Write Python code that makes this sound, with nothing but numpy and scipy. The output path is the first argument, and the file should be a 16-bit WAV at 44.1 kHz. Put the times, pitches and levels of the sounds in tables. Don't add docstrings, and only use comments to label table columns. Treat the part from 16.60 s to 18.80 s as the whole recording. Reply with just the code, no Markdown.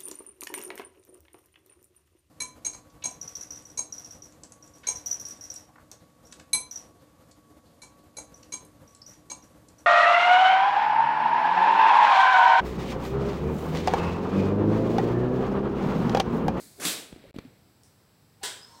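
import sys
import numpy as np
from scipy import signal
from scipy.fft import rfft, irfft
from scipy.io import wavfile
from scipy.ndimage import uniform_filter1d

SR = 44100
rng = np.random.default_rng(int(sys.argv[2]) if len(sys.argv) > 2 else 0)


def dump(signal):
    limited = np.clip(np.atleast_2d(signal).T, -1, 1)
    pcm = np.round(limited * 32767).astype(np.int16)
    wavfile.write(sys.argv[1], SR, pcm)


N = 97020

# frequency in Hz, relative level in dB, T60 in s.
STOVE_MODES = [(425.4, 6.5, 0.51), (810, 7, 0.24), (990, 10.5, 0.47), (1492, 8, 0.55), (1705, 14.5, 0.19),
               (2094, 6, 0.32), (3115, 8.5, 0.5), (3590, -3, .3), (3720, 5, .6), (8150, 19.5, 0.13)]
# frequency in Hz, relative level in dB.
TICK_COLOUR = [(800, -0.5), (1300, -6), (4400, -7.5), (5200, -19), (15500, -30.5)]


def undb(db):
    return 10 ** (np.asarray(db) / 20)


def unit(x):
    return x / np.sqrt(np.mean(x ** 2))


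def one_second(x):
    return x * np.sqrt(SR / np.sum(x ** 2))


def times():
    return np.arange(N) / SR


def fade(time_s, level_db):
    return undb(np.interp(times(), time_s, level_db, left=-150, right=-150))


def over_hz(points, hz):
    point_hz, value = np.array(points).T
    return np.interp(np.log(np.maximum(hz, 1)), np.log(point_hz), value)


def colour(x, points):
    size = 4096
    gain = undb(over_hz(points, np.linspace(0, SR / 2, size // 2 + 1)))
    cepstrum = irfft(np.log(gain))
    cepstrum[1:size // 2] *= 2
    cepstrum[size // 2 + 1:] = 0
    impulse = irfft(np.exp(rfft(cepstrum)))
    return signal.fftconvolve(x, impulse / np.linalg.norm(impulse))[:N]


def noise(points):
    return unit(colour(rng.standard_normal(N), points))


def decay(start_s, t60_s):
    age_s = times() - start_s
    return (age_s >= 0) * np.exp(-np.log(1000) * np.maximum(age_s, 0) / t60_s)


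def ring(start_s, modes):
    first = int(start_s * SR)
    age_s = np.arange(min(N - first, SR // 2)) / SR
    out = np.zeros(N)
    for hz, db, t60_s in modes:
        envelope = undb(db) * np.exp(-np.log(1000) * age_s / t60_s)
        out[first:first + len(age_s)] += envelope * np.sin(2 * np.pi * hz * age_s)
    return out


def contacts(hits, t60_s):
    return sum((undb(db) * decay(start_s, t60_s)) ** 2 for start_s, db in hits)


def cracks(power, points):
    return colour(np.sqrt(power) * rng.standard_normal(N), points)


def room(power, points, direct_db):
    # band centre in Hz, T60 in s.
    room_t60 = [(300, 0.62), (1400, 0.53), (4000, 0.45), (14000, .38)]
    build_s = 0.0053
    hz = np.linspace(0, SR / 2, N // 2 + 1)
    spectrum = rfft(rng.standard_normal(N))
    centres_hz = [row[0] for row in room_t60]
    build = 1 - np.exp(-times() / build_s)
    tail = 0
    for share, (_, t60_s) in zip(np.eye(len(centres_hz)), room_t60):
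        response = (build * decay(0, t60_s)) ** 2
        field_power = np.abs(signal.fftconvolve(power, response / response.sum())[:N])
        band = irfft(spectrum * over_hz(list(zip(centres_hz, share)), hz), N)
        tail = tail + band * np.sqrt(field_power)
    return undb(direct_db) * cracks(power, points) + colour(tail, points)


def strike(hits, t60_s, points, modes, ring_db, direct_db):
    shimmer_db, shimmer_t60_s, shimmer_hz = -10, 0.52, (899.7, 11463)
    hardest_s = max(hits, key=lambda hit: hit[1])[0]
    weak = []
    for place, mode_power in rng.uniform(size=(70, 2)):
        weak.append((np.interp(place, [0, 1], shimmer_hz), 10 * np.log10(mode_power), shimmer_t60_s))
    shimmer = undb(shimmer_db) * one_second(colour(ring(hardest_s, weak), points))
    burst = one_second(room(contacts(hits, t60_s), points, direct_db))
    return burst + undb(ring_db) * one_second(ring(hardest_s, modes)) + shimmer


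def whistle(hz, width_hz):
    sos = signal.butter(2, width_hz / 2, fs=SR, output="sos")
    a, b = signal.sosfilt(sos, rng.standard_normal((2, N)))
    carrier = np.exp(2j * np.pi * np.cumsum(hz * np.ones(N)) / SR)
    return unit(np.real((a + 1j * b) * carrier))


def body(x):
    width_hz, boost_db = 39, 2.5
    peaks = sum(signal.lfilter(*signal.iirpeak(hz, hz / width_hz, fs=SR), x) for hz, _, _ in STOVE_MODES)
    return x + (undb(boost_db) - 1) * peaks


def igniter():
    # start in s, relative level in dB.
    touches = [(1.2345, 0)]
    # frequency in Hz, relative level in dB.
    touch_colour = [(300, -11), (3200, -16), (5600, 7), (6800, -1), (9000, 5), (12000, -13)]
    # start in s, relative level in dB.
    snaps = [(1.8318, 1), (1.8358, 4.5), (1.8385, -1), (1.857, -27)]
    # frequency in Hz, relative level in dB.
    snap_colour = [(120, -25), (400, -10), (1150, -13), (1650, -7.5), (2500, -13.5), (3300, -5),
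                   (6700, -12.5), (8100, -6.5), (10500, -19), (15500, -25.5)]
    touch_db, touch_t60_s, touch_direct_db = -75.5, 0.0083, -2
    squeak_s, squeak_rise_s, squeak_hz, squeak_db = 1.832, 0.022, 794, -45.5
    snap_db, snap_t60_s, snap_direct_db, snap_ring_db = -45.5, 0.022, -7.5, -10.5

    touch = one_second(room(contacts(touches, touch_t60_s), touch_colour, touch_direct_db))
    load = np.clip(1 - np.abs(times() - squeak_s) / squeak_rise_s, 0, 1)
    tone = unit(np.sin(2 * np.pi * squeak_hz * times()))
    squeak = load * (tone + 0.5 * noise(TICK_COLOUR))
    snap = body(strike(snaps, snap_t60_s, snap_colour, STOVE_MODES, snap_ring_db, snap_direct_db))
    return undb(touch_db) * touch + undb(squeak_db) * squeak + undb(snap_db) * snap


def gas():
    # time in s, whistle frequency in Hz, whistle level in dB, hiss level in dB.
    jet_curve = [(1.961, 4940, -71, -57), (2.026, 5040, -52, -68), (2.091, 5180, -60, -58.5),
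                 (2.2, 5450, -67, -58)]
    # frequency in Hz, relative level in dB.
    jet_colour = [(500, 6), (1200, 6.5), (2500, -8), (4200, 4), (6900, -1.5), (8400, 1), (9800, -12),
                  (15500, -13)]
    jet_width_hz = 150
    burner_s, burner_attack_s, burner_hz, burner_db = 2.045, 0.086, 930, -59
    sharp_hz, settle_s = 150, 0.018
    rush_hz, rush_width_hz, rush_db = 1040, 70, -64

    time_s, hz, whistle_db, hiss_db = np.array(jet_curve).T
    jet = whistle(np.interp(times(), time_s, hz), jet_width_hz) * fade(time_s, whistle_db)
    jet = jet + noise(jet_colour) * fade(time_s, hiss_db)
    opening = np.clip((times() - burner_s) / burner_attack_s, 0, 1)
    pitch_hz = burner_hz + sharp_hz * np.exp(-np.maximum(times() - burner_s, 0) / settle_s)
    tone = opening ** 2 * unit(np.sin(2 * np.pi * np.cumsum(pitch_hz) / SR))
    rush = np.sqrt(opening) * whistle(rush_hz, rush_width_hz)
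    return jet + undb(burner_db) * tone + undb(rush_db) * rush


def clatter():
    # time in s, level in dB.
    rub_curve = [(0.155, -65), (0.185, -46), (0.225, -40.5), (0.255, -63)]
    scrape_curve = [(0.199, -32), (0.215, -34.5), (0.239, -28), (0.265, -47), (0.31, -62), (0.34, -63)]
    # start in s, relative level in dB.
    knock_hits = [(0.252, 6), (0.2552, 5.5), (0.2675, 0.5), (0.2822, 3), (0.296, -3)]
    # frequency in Hz, relative level in dB.
    rub_colour = [(100, -9), (300, 2.5), (750, -4.5), (1300, -22.5)]
    scrape_colour = [(90, -17.5), (280, 1), (900, -6), (1650, -0.5), (3300, -8), (10000, -5.5),
                     (15500, -21)]
    knock_colour = [(80, -22.5), (200, -1.5), (500, -0.5), (900, -10.5), (1600, -7), (3700, 2), (6500, -5),
                    (7600, 0), (11500, -7.5), (15500, -10.5)]
    # frequency in Hz, relative level in dB, T60 in s.
    knock_modes = [(2360, -2, 0.36), (2560, 5, 0.5), (3260, -8, 0.98), (3490, 5, 0.48), (3600, -6, 0.46),
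                   (3820, -6, 1), (3793, 8, 0.38), (5462, 5, .4)]
    thud_modes = [(178.7, 4.5, 0.18), (259.5, -3, 0.2), (308, 7, 0.17)]
    knock_db, knock_t60_s, knock_direct_db, knock_ring_db = -39.5, 0.024, -6.5, -12.5
    thud_s, thud_swell_s, thud_db = 0.245, 0.02, -51.5

    rub = room(fade(*np.array(rub_curve).T) ** 2, rub_colour, knock_direct_db)
    grit = unit(undb(3.04 * rng.exponential(size=N)))
    scrape = room((grit * fade(*np.array(scrape_curve).T)) ** 2, scrape_colour, direct_db=-8.0)
    knocks = strike(knock_hits, knock_t60_s, knock_colour, knock_modes, knock_ring_db, knock_direct_db)
    thud = ring(thud_s, thud_modes) * np.clip((times() - thud_s) / thud_swell_s, 0, 1)
    return rub + scrape + undb(knock_db) * knocks + undb(thud_db) * one_second(thud)


def handling():
    # start in s, envelope peak in dB, pitch in Hz, swell in s, tick level in dB.
    bumps = [(0.527, -33, 278, 0.00064, -42), (0.53, -38, 105, 0.0025, -70),
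             (0.5613, -36, 296, 0.0015, -47), (0.640, -44, 400, 0.0021, -56),
             (0.650, -46.5, 560, 0.0042, -61), (0.7442, -34, 260, 0.00046, -68),
             (0.7601, -35, 278, 0.0029, -52), (0.763, -29, 218, 0.0011, -42),
             (0.7862, -23.5, 292, 0.00057, -32), (0.7904, -38, 320, 0.0016, -38.5),
             (0.85, -39.5, 259, 0.0048, -53), (0.867, -47, 122, 0.0065, -70)]
    # time in s, level in dB.
    grip = [(0.42, -91), (0.519, -55), (0.65, -54), (0.8, -52.5), (1.0, -67), (1.3, -78)]
    # frequency in Hz, relative level in dB.
    grip_colour = [(35, -0.5), (150, 2.5), (550, -3), (1000, -17), (2350, -12.5), (3000, -19.5),
                   (4200, -17), (6500, -48)]
    tick_t60_s, click_s, click_db = 0.014, 0.73, -18

    out = noise(grip_colour) * fade(*np.array(grip).T)
    for start_s, peak_db, hz, swell_s, _ in bumps:
        age_s = np.maximum(times() - start_s, 0)
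        envelope = age_s / swell_s * np.exp(1 - age_s / swell_s)
        out = out + undb(peak_db) * envelope * np.sin(2 * np.pi * hz * age_s)
    click = undb(click_db) * colour(signal.unit_impulse(N, int(click_s * SR)), TICK_COLOUR)
    tick_hits = [(row[0], row[4]) for row in bumps]
    return out + click + cracks(contacts(tick_hits, tick_t60_s), TICK_COLOUR)


def background():
    # frequency in Hz, relative level in dB.
    air_colour = [(25, -41), (55, -8), (100, 1.5), (400, -11), (3000, -24.5), (5000, -21.5), (6800, -31.5),
                  (7800, -21), (8800, -29), (15500, -28)]
    hiss_colour = [(60, -1), (300, 7), (900, -12), (2200, -6), (2900, -14), (4300, 0.5), (5800, -6.5),
                   (8000, 0), (15500, -9.5)]
    # time in s, level in dB.
    hiss = [(0, -49), (0.05, -51.5), (0.11, -56), (0.2, -57.5), (0.3, -66)]
    air_db = -61
    return undb(air_db) * noise(air_colour) + noise(hiss_colour) * fade(*np.array(hiss).T)


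def scene():
    return (igniter() + gas() + clatter() + handling() + background())[None]


def record(dry):
    low_cut_hz, top_hz = 48, 15750
    mute_from_s, mute_to_s, mute_db = 0.7115, 0.7412, -36
    thin = signal.sosfilt(signal.butter(2, low_cut_hz, "high", fs=SR, output="sos"), dry)
    live = 1.0 * ((times() < mute_from_s) | (times() > mute_to_s))
    live = uniform_filter1d(live, size=40)
    muted = thin * np.maximum(live, undb(mute_db))
    return signal.sosfilt(signal.ellip(10, 0.2, 80, top_hz, fs=SR, output="sos"), muted)


dry = scene()
out = record(dry)
dump(out)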